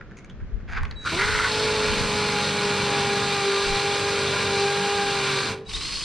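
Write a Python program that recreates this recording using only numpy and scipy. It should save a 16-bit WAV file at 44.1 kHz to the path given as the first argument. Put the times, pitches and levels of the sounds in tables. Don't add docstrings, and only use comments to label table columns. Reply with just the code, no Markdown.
import sys
import numpy as np
from scipy import signal
from scipy.fft import rfft, irfft, next_fast_len
from scipy.io import wavfile

SR = 44100
rng = np.random.default_rng(int(sys.argv[2]) if len(sys.argv) > 2 else 0)


def dump(signal):
    limited = np.clip(np.atleast_2d(signal).T, -1, 1)
    pcm = np.round(limited * 32767).astype(np.int16)
    wavfile.write(sys.argv[1], SR, pcm)


N = 266364
t = np.arange(N) / SR

# t/s, blow rate/Hz
BLOW_RATE = [(1.04, 230), (1.12, 320), (1.145, 332), (1.18, 374), (1.22, 400.2), (1.27, 418.8),
             (1.33, 425.8), (1.65, 429.3), (1.8, 427.1), (2.1, 417.3), (2.25, 417.6), (2.4, 411.4),
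             (2.85, 407.5), (3.0, 403), (3.3, 404.1), (3.45, 398), (3.6, 397.3), (3.8, 403.5),
             (4.05, 403.2), (4.25, 398.5), (4.6, 400), (4.8, 405), (5.1, 401), (5.25, 394.3), (5.4, 391.9)]
TEETH = 17


def ratchet():
    blows = np.cumsum(curves(BLOW_RATE)[0] * (1 + .0022 * drift(15))) / SR
    turn = 2 * np.pi * blows / TEETH
    load = 1 + 0.07 * np.cos(2 * turn) + 0.06 * np.cos(4 * turn + 3.4)
    load += 0.009 * np.cos(turn)
    tooth = amp(1.2 * rng.standard_normal(TEETH))[blows.astype(int) % TEETH]
    strikes = np.diff(np.floor(blows), prepend=0) * tooth * amp(5.1 * np.clip(noise(), -2, 2))
    burst = load * amp(0.22 * drift(46)) * (.5 + 0.3 * tooth * np.exp(-4 * (blows % 1)))
    grit, side_grit = (unit(burst * (noise() + 0.25 * unit(grains(3000, 2.88)))) for _ in range(2))
    drive = 0.15 * unit(load * strikes) + .25 * tooth_pattern(blows) + grit
    return blows, load, drive, side_grit


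def tooth_pattern(blows, memory=.9, edge_sway=.7):
    count = blows.astype(int)
    chance = rng.standard_normal((count[-1] // TEETH + 31, TEETH))
    bite = signal.lfilter([1], [1, -memory], chance, axis=0)[30:]
    bite = unit((bite - np.roll(bite, 1, axis=1)).ravel())[count]
    edges = edge_sway * np.sqrt(2) * np.cos(4 * np.pi * count / TEETH)
    clicks = np.diff(count, prepend=0) * (bite + edges)
    return unit(signal.sosfilt(butter(2, 2600), clicks))


START_S, EASE_S, LET_GO_S, STOP_S, HOLD_DB = 1.055, 5.42, 5.525, 5.64, -28


def drill_envelope():
    level_db = HOLD_DB - 8 * np.exp(-since(START_S) / 0.08)
    level_db -= 48 * since(EASE_S) + 341 * since(LET_GO_S)
    return level_db, curves([(START_S,), (STOP_S,)], fade=0.0075)[0]


# f/Hz, width/Hz, level/dB
BIT_MODES = [(1020, 75, 7), (1159, 87, 2), (1435, 90, 8), (1650, 53, 4.5), (1923, 50, -1), (2384, 200, 8.5),
             (2740, 195, 3), (3087, 150, -2), (3690, 690, 5.5), (4170, 670, 6), (4780, 810, 4)]
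# f/Hz, level/dB
GRIND_EQ = [(120, -28), (250, -19), (330, -19), (450, -11), (600, -13), (720, -18), (900, -14.5),
            (1780, -12), (4150, -17.3), (5500, -22.5), (6700, -21.5), (7170, -56), (7600, -20.5),
            (9450, -27), (12200, -36.5), (16000, -70)]
RATCHET_GRIPS_S = 1.118


def grind(drive, gain, bite_db):
    ring = sum(amp(1.8 * drift(9)) * resonances(drive, [mode]) for mode in BIT_MODES)
    out = amp(1) * gain * colour(drive + ring, GRIND_EQ)
    idle_db = -18 * np.clip((RATCHET_GRIPS_S - t) / 0.0062, 0, 1)
    out += (amp(0.32 * bite_db + idle_db) - 1) * signal.sosfiltfilt(butter(2, 1020), out)
    shallow_db = np.exp(-since(START_S) / 3.1)
    return out + (amp(shallow_db) - 1) * signal.sosfiltfilt(butter(2, 3040, "high"), out)


# t/s, level/dB at 1, 2 and 3 times the blow rate, thump level/dB
HUM_LEVELS = [(1.045, -58, -52, -58, -38), (1.112, -65, -56, -56.5, -44), (1.124, -31, -40, -42, -28),
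              (1.142, -41, -37, -35, -29), (1.168, -33, -48, -41, -34), (1.205, -34.5, -42, -46, -35),
              (1.25, -37.5, -41, -45, -37.5), (1.4, -35, -44, -47, -38.5), (1.6, -30, -37, -56, -35.5),
              (1.85, -29.5, -42.5, -56, -31.5), (2.0, -34.5, -40.5, -47.5, -31.5),
              (2.28, -29, -37, -46.5, -33), (2.45, -38, -34, -53, -33), (2.7, -28, -38, -53, -32.5),
              (3.0, -29.5, -29.5, -44, -31), (3.3, -31, -32, -39.5, -35), (3.55, -27, -36.5, -34, -45),
              (3.75, -30.5, -33, -45, -35), (4.1, -29, -32.5, -45, -36), (4.35, -31.5, -43.5, -45, -33),
              (4.65, -28, -31, -40, -38.5), (4.8, -31, -33.5, -47.5, -40), (4.92, -27.5, -31, -40, -37.5),
              (5.15, -28.5, -31.5, -43, -35.5), (5.28, -27.5, -45, -42, -37),
              (5.42, -29.5, -45.5, -38, -39), (5.5, -41.5, -41, -51, -28), (5.64, -45.5, -69, -63.5, -56)]
# multiple of the blow rate, level/dB
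OVERTONES = [(4, -46.5), (6, -47.5), (7, -50.5)]


def hum(blows, tone_dbs, drill_db, bite_db):
    phase = 2 * np.pi * blows
    out = sum(amp(db + 2 * drift(6)) * np.sin(k * phase) for k, db in enumerate(tone_dbs, 1))
    upper_db = 2 * (drill_db - HOLD_DB) + 2.5 * (t - 3.3) - 0.46 * bite_db
    for k, db in OVERTONES:
        out += amp(db + upper_db + 3 * drift(5.6)) * np.sin(k * (phase + .15 * drift(33)))
    return np.sqrt(2) * out


# cycles per turn, level/dB
GROWL_TONES = [(11, -17), (13, -20), (15, -17), (19, -9), (21, -13), (23, -15), (25, -17), (27, -19),
               (32, -24), (36, -23)]
# t/s, level/dB
GROWL_LEVEL = [(1.1, -41.5), (1.45, -37.5), (1.6, -28.5), (1.9, -31.5), (2.2, -32), (2.6, -33.5),
               (3.3, -39), (4.2, -31), (5.0, -36.5), (5.45, -38.5), (5.6, -43)]
# cycles per turn, level/dB
THUMP_TONES = [(5, -14), (9, -13.5)]
# t/s, level/dB at 4, 6 and 8 cycles per turn
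EDGE_THROB = [(1.15, -45, -50, -42), (1.31, -44, -46, -50), (1.98, -43, -40, -36.5),
              (2.85, -47, -39, -35.5), (3.07, -43, -40, -47), (3.12, -53, -51, -36), (3.24, -46, -37, -38),
              (3.6, -50, -57, -46.5), (3.71, -50, -43.5, -40), (3.99, -45, -40, -54), (4.07, -41, -55, -45),
              (4.27, -41, -37, -44), (4.46, -38, -45, -36), (4.73, -48, -42, -46), (4.82, -61, -41, -30.5),
              (4.9, -46, -70, -45), (4.93, -48, -50, -50), (5.0, -45, -47, -36), (5.35, -57, -36, -58),
              (5.43, -51, -43, -48), (5.55, -49, -58, -64), (5.6, -59, -53, -57)]


def spindle(blows, load, thump_db):
    def partial(k, db):
        return np.sqrt(2) * amp(db) * np.sin(k * 2 * np.pi * blows / TEETH + k * k)

    growl = sum(partial(k, db + 1.49 * drift(5.1)) for k, db in GROWL_TONES)
    growl *= amp(curves(GROWL_LEVEL)[0])
    thump = amp(thump_db + 2 * drift(10)) * sum(partial(k, db) for k, db in THUMP_TONES)
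    throb = sum(partial(k, db - 2) for k, db in zip((4, 6, 8), curves(EDGE_THROB)))
    rumble = unit(resonances(load * noise(), [(100, 96, 2), (134.3, 18, 1), (200.4, 160, -4)]))
    return growl + thump + throb + amp(thump_db - 4.5) * rumble


# cycles per blow, level/dB
GEAR_TONES = [(10.14, -17), (11.63, -23), (12.31, -22)]


def gears(blows, drill_db):
    gain = np.sqrt(2) * amp(drill_db + 1.5 - 0.5 * (t - 2.5) + 2 * drift(10))
    return gain * sum(amp(db) * np.sin(2 * np.pi * ratio * blows) for ratio, db in GEAR_TONES)


# t/s, mesh f/Hz, mesh level/dB, second mesh level/dB, rush level/dB
REV = [(5.65, 2900, -71.5, -70.5, -62), (5.67, 2920, -70.5, -71, -54), (5.688, 2950, -70.5, -71, -44),
       (5.697, 2960, -70.5, -68.5, -37.5), (5.731, 3040, -65, -60, -37), (5.737, 3090, -55, -33, -33),
       (5.745, 3190, -52, -33, -34), (5.762, 3520, -48, -37, -33), (5.775, 3720, -44, -43, -33),
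       (5.79, 3860, -41, -52, -34), (5.808, 3990, -36, -50, -33), (5.84, 4172, -40, -48, -32.5),
       (5.88, 4294, -40, -49, -33), (5.94, 4335, -38, -45, -32), (6.04, 4355, -39, -43, -32)]
# f/Hz, level/dB
RUSH_EQ = [(180, -39), (300, -8), (400, -12), (700, -24), (1000, -8), (1620, -12.5), (2500, -6.5),
           (4360, -1), (5150, -2), (5600, -9.5), (6600, -9.5), (7170, -22), (7700, -12), (10400, -21),
           (12200, -38.5), (16000, -77)]
# f/Hz, width/Hz, level/dB
SCRAPE_MODES = [(1095, 400, -7), (2520, 580, 1.5), (2990, 630, -3)]
SECOND_MESH_RATIO, MESH_PER_TURN, BRUSH_AT_S = 1.148, 172.4, 6.014


def free_spin():
    mesh_hz, mesh_db, second_db, rush_db, gate = curves(REV)
    gain = gate * amp(rush_db)
    phase = 2 * np.pi * np.cumsum(mesh_hz) / SR
    turn = (phase - phase[round(BRUSH_AT_S * SR)]) / MESH_PER_TURN
    brush = amp(-1) * gain * np.exp(3.5 * (np.cos(turn) - 1))
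    scrape = brush * unit(resonances(noise() + .4 * unit(grains(2000, 2)), SCRAPE_MODES))
    phase += .4 * drift(80)
    whine = np.sin(phase) * amp(mesh_db + 3 * drift(40))
    whine += np.sin(SECOND_MESH_RATIO * phase) * amp(second_db + 3 * drift(40))
    rush = amp(-1) * gain * colour(noise() * amp(1.3 * drift(90)), RUSH_EQ)
    return rush, gain, gate * np.sqrt(2) * whine, scrape


# t/s, level/dB
KNOCK_HITS = [(1.0497, -26), (1.0603, -17), (1.0733, -17), (1.09, -34), (1.198, -22), (1.216, -31),
              (1.239, -27), (1.2892, -23), (1.3252, -21), (1.3635, -28), (1.398, -19.5), (1.439, -24),
              (1.449, -24), (1.456, -23), (1.464, -24), (1.47, -25)]
# f/Hz, level/dB, t60/s
CHUCK_MODES = [(1045.3, -10, 0.03), (1270, -4, 0.035), (1377.1, 2, 0.05), (1455.9, -5, 0.09),
               (1600, -8, .03), (1780, -9, .03), (2150, -11, .025)]


def knocks(contact_s=.0025, crack_t60_s=.015):
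    times, hit_db = np.transpose(KNOCK_HITS)
    span = round(contact_s * SR)
    crack = sum((t >= s) * amp(db - 13 - 60 * since(s) / crack_t60_s) for s, db in KNOCK_HITS)
    out = crack * colour(noise(), RUSH_EQ)
    for hz, mode_db, t60 in CHUCK_MODES:
        hits = np.full(N, 1e-18)
        hits[(times * SR).astype(int)] = amp(hit_db + mode_db + 3 * rng.standard_normal(len(times)))
        r, w = amp(-60 / (t60 * SR)), 2 * np.pi * hz / SR
        contact = np.hanning(span) * np.cos(w * np.arange(span)) * 4 / span
        force = signal.sosfilt(butter(2, [900, 1900], "band"), np.convolve(hits, contact)[span // 2:][:N])
        out += signal.lfilter([0, np.sin(w)], [1, -2 * r * np.cos(w), r * r], force)
    return out


# f/Hz, width/Hz, level/dB
CHATTER_MODES = [(976, 67, -7.5), (1470, 140, -3.5), (2065, 200, -5)]


def rattle(start_s=1.1878, bites_s=1.47):
    gate, = curves([(start_s,), (bites_s,)], fade=0.021)
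    return gate * amp(-28 + 2 * drift(10.7)) * unit(resonances(grains(400, 3.35), CHATTER_MODES))


# t/s, hold/s, level/dB, fade/(dB/s)
TRIGGER_CUES = [(0.955, 0.11, -43, 300), (5.659, 0.0039, -39, 500.5), (5.69, 0.004125, -38, 900)]


def trigger(hz=3890):
    gain = sum(np.clip((t - s) / 0.012, 0, 1) * amp(db - fade * since(s + hold))
               for s, hold, db, fade in TRIGGER_CUES)
    phase = 2 * np.pi * hz * t
    return np.sqrt(2) * gain * (np.sin(phase) + amp(-28) * np.sin(2 * phase))


# t/s, level/dB, ring f/Hz
SNAP_HITS = [(0.833, -27.5, 1000), (0.852, -27, 2600), (0.9111, -29, 4000), (5.692, -35, 3900),
             (5.7348, -27, 5500)]
# f/Hz, level/dB
SNAP_EQ = [(500, -6), (1000, 12), (2500, 1), (4000, 0), (6800, -13), (11500, -42), (16000, -71)]


def snaps(t60_s=0.022, width_hz=790):
    hiss, out = colour(noise(), SNAP_EQ), np.zeros(N)
    for s, db, hz in SNAP_HITS:
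        ring = unit(resonances(hiss, [(hz, width_hz, 0)]))
        out += (t >= s) * amp(db - 5.5 - 60 * since(s) / t60_s) * (.6 * hiss + 1.3 * ring)
    return out


# t/s, level/dB, brightness/dB
SCUFF_LEVELS = [(0.67, -71.5, -20), (0.682, -42, -31), (0.718, -41, -18.5), (0.78, -27.5, -34),
                (0.798, -42.5, -30), (0.906, -56, -13.5), (0.914, -44, -22.5), (0.966, -63, -15),
                (1.045, -46, -4)]
# f/Hz, level/dB
DULL_EQ = [(240, -62), (400, -37), (469, -9), (555, -37), (686, -12), (1080, -11), (1510, -1.5),
           (2400, -8.5), (2900, -19.5), (3960, -23), (5000, -23), (6500, -63), (11000, -120)]
# f/Hz, level/dB
BRIGHT_EQ = [(2350, -24), (4000, -1), (5200, -11), (6300, 1), (7000, -3), (7740, -18), (9020, -14),
             (11000, -28), (14300, -59), (22000, -120)]
# t/s, level/dB, brightness/dB, t60/s, ring f/Hz
CRUNCHES = [(0.009, -35.5, -42, 0.058, 1480), (0.109, -41, -30, 0.06, 1550), (0.168, -36, -15, 0.13, 2170),
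            (0.244, -41.5, -13, 0.054, 2200), (0.294, -41.5, -18, 0.085, 3280),
            (0.4, -38.5, -34, 0.071, 1500), (0.6, -40.5, -29, 0.06, 1550), (0.684, -39, -27, 0.041, 1800),
            (0.698, -36, -25, .03, 1700), (0.764, -28, -24, 0.026, 1800), (0.778, -27, -26, 0.036, 1720)]


def boots_and_tool(attack_s=.002, width_hz=600):
    level_db, bright_db, gate = curves(SCUFF_LEVELS)
    grit = .6 * noise() + unit(grains(900, 4))
    dull, bright = colour(grit, DULL_EQ), colour(grit, BRIGHT_EQ)
    out = gate * amp(level_db) * (dull + amp(bright_db) * bright)
    for s, db, bright_db, t60, hz in CRUNCHES:
        envelope = (1 - np.exp(-since(s) / attack_s)) * amp(db - 60 * since(s) / t60)
        stone = [(hz, width_hz, 0)]
        ring = unit(resonances(resonances(grit, stone), stone))
        out += envelope * (amp(-6.5) * ring + amp(-9) * dull + amp(bright_db) * bright)
    return out


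# f/Hz, width/Hz, level/dB
SHEET_MODES = [(140.2, 3.4, -5.5), (261, 3.4, 7.5), (437.7, 2.6, 0), (796, 1.3, -1.5), (1140, 1.6, -23)]


def sheet(drill):
    return amp(4.5) * resonances(drill, SHEET_MODES)


# delay t/s, level/dB
SLAPBACKS = [(.058, -20), (0.094, -28)]


def echoes(x, t60_s=0.34):
    out, dull = x.copy(), signal.lfilter([.25], [1, -.75], x)
    for s, db in SLAPBACKS:
        lag = round(s * SR)
        out[lag:] += amp(db) * dull[:-lag]
    age = t[:SR // 2]
    tail = rng.standard_normal(len(age)) * amp(-60 * age / t60_s) * (age > .008)
    tail = signal.sosfilt(butter(1, 1200), tail)
    return out + amp(-15) * signal.fftconvolve(x, tail / np.sqrt(np.sum(tail ** 2)))[:N]


# f/Hz, share leaning left
PAN = [(3000, -0.025), (6400, 0.077), (7200, 0.79), (7900, -0.89), (9300, -0.21), (10200, 0.049),
       (11800, -0.66)]
# f/Hz, level/dB
WIDTH_EQ = [(100, -30), (180, -28), (300, -32), (600, -27), (1200, -19), (2500, -20), (4000, -22),
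            (6000, -40)]
# f/Hz, level/dB
SIDE_GRIT_EQ = [(2500, -47), (3500, -20), (3940, -10), (4500, -33), (5200, -5.5), (6300, 4.5), (7330, 10.5),
                (8200, -3), (9900, -11), (11000, -9), (12200, -23.5), (16000, -57.5)]


def stereo_side(mid, grit, drill_gain, foley, late_s=0.015):
    size = next_fast_len(N + 4096)
    hz, width = eq_curve(WIDTH_EQ, size)
    late = width * np.exp(-2j * np.pi * hz * late_s)
    spread = irfft(rfft(mid, size) * (np.interp(hz, *np.transpose(PAN)) + late), size)[:N]
    return spread + amp(-12) * drill_gain * colour(grit, SIDE_GRIT_EQ) + amp(-14) * np.roll(foley, 700)


# f/Hz, level/dB
WIND_EQ = [(12, -19.5), (20, 4.5), (67, 4), (119, -8.5), (203, -13), (275, -26), (371, -38), (400, -78),
           (520, -91.5), (880, -120)]
# t/s, level/dB
BREEZE_LEVEL = [(0, -48), (.7, -41.5), (1.4, -48.5), (2.35, -57), (2.6, -60), (4.3, -72), (5.5, -62),
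                (6.04, -43)]
# t/s, level/dB, time to fall 12 dB either side/s
GUST_CUES = [(.43, -32, 0.0268), (.57, -38.5, 0.0573), (.66, -42, 0.14), (.82, -26, 0.05), (1.3, -35, 0.17),
             (1.9, -33, 0.03), (2.02, -33, 0.09), (3.7, -35, 0.04), (5.08, -48, 0.04), (5.75, -38, 0.07)]


def wind(correlation=.15):
    gusts = sum(amp(db - 12 * np.abs(t - s) / fall) for s, db, fall in GUST_CUES)
    shared, side = (colour(noise(), WIND_EQ) for _ in range(2))
    gain = gusts + amp(curves(BREEZE_LEVEL)[0] + 3 * drift(3.9))
    return gain * (shared + np.sqrt((1 - correlation) / (1 + correlation)) * side * [[1], [-1]])


# t/s, level/dB, f/Hz, share leaning left
WIND_HITS = [(0.545, -20.5, 39.3, 0.74), (0.819, -20, 50.83, 0.32), (3.681, -28, 36, 0.32),
             (3.73, -25.5, 22, 0.28)]


def wind_slaps():
    out = np.zeros((2, N))
    for s, db, hz, left in WIND_HITS:
        cycles = (t - s) * hz
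        out -= amp(db) * np.cos(2 * np.pi * cycles) * np.exp(-(1.65 * cycles) ** 2) * [[1 + left], [1 - left]]
    return out


# f/Hz, level/dB
YARD_EQ = [(59, -42), (100, 2.5), (228, -1), (290, -6.5), (442, -7.5), (886, -21.5), (1560, -18),
           (6660, -44.5), (8000, -58), (10400, -95), (17600, -120)]


def yard(level_db=-46):
    mid, side = (amp(level_db) * colour(noise(), YARD_EQ) for _ in range(2))
    return mid + amp(4.5) * np.diff(side, prepend=0) * [[1], [-1]]


def amp(db):
    return 10 ** (np.asarray(db) / 20)


def unit(x):
    return x / np.sqrt(np.mean(x ** 2) + 1e-20)


def since(s):
    return np.maximum(t - s, 0)


def noise():
    return rng.standard_normal(N)


def butter(order, hz, kind="low"):
    return signal.butter(order, hz, kind, fs=SR, output="sos")


def curves(rows, fade=0.0036):
    s, *columns = np.transpose(rows)
    gate = np.clip(np.minimum(t - s[0] + fade, s[-1] + fade - t) / fade, 0, 1)
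    return [np.interp(t, s, c) for c in columns] + [gate]


def eq_curve(eq, size):
    hz, level_db = np.transpose(eq)
    grid = np.arange(size // 2 + 1) * SR / size + 1
    return grid, amp(np.interp(np.log(grid), np.log(hz), level_db))


def colour(x, eq):
    size = next_fast_len(N + 8192)
    cepstrum = irfft(np.log(eq_curve(eq, size)[1]), size)
    cepstrum[1:size // 2] *= 2
    cepstrum[size // 2 + 1:] = 0
    return unit(irfft(rfft(x, size) * np.exp(rfft(cepstrum)), size)[:N])


def resonances(x, modes):
    out = np.zeros(N)
    for k, (hz, width, db) in enumerate(modes):
        r = np.exp(-np.pi * width / SR)
        poles = [1, -2 * r * np.cos(2 * np.pi * hz / SR), r * r]
        out += (-1) ** k * amp(db) * (1 - r * r) / 2 * signal.lfilter([1, 0, -1], poles, x)
    return out


def drift(hz):
    r = np.exp(-2 * np.pi * hz / SR)
    return unit(signal.lfilter([1], [1, -2 * r, r * r], rng.standard_normal(N + SR))[SR:])


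def grains(per_s, spread_db):
    hits = rng.random(N) < per_s / SR
    return hits * amp(spread_db * np.minimum(rng.exponential(1, N), 4)) * rng.choice([-1, 1], N)


def scene():
    blows, load, drive, side_grit = ratchet()
    drill_db, gate = drill_envelope()
    grind_gain = gate * amp(drill_db)
    *tone_dbs, thump_db, _ = curves(HUM_LEVELS)
    bite_db = np.clip(thump_db + 37, -6, 6)
    tones = hum(blows, tone_dbs, drill_db, bite_db) + spindle(blows, load, thump_db)
    tones = gate * (tones + gears(blows, drill_db))
    grinding = grind(drive, grind_gain, bite_db)
    rush, rush_gain, whine, scrape = free_spin()
    foley = boots_and_tool() + snaps()
    mid = echoes(grinding + rush + scrape + knocks() + rattle() + foley)
    mid += sheet(grinding + rush + 0.604 * tones) + amp(.5) * tones + whine + trigger()
    side = stereo_side(mid, side_grit, grind_gain + rush_gain, foley)
    return mid + side * [[1], [-1]] + wind() + wind_slaps() + yard()


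def record(dry):
    return signal.sosfilt(signal.cheby2(16, 70, 12600, fs=SR, output="sos"), .45 * np.tanh(dry / .45))


dry = scene()
out = record(dry)
dump(out)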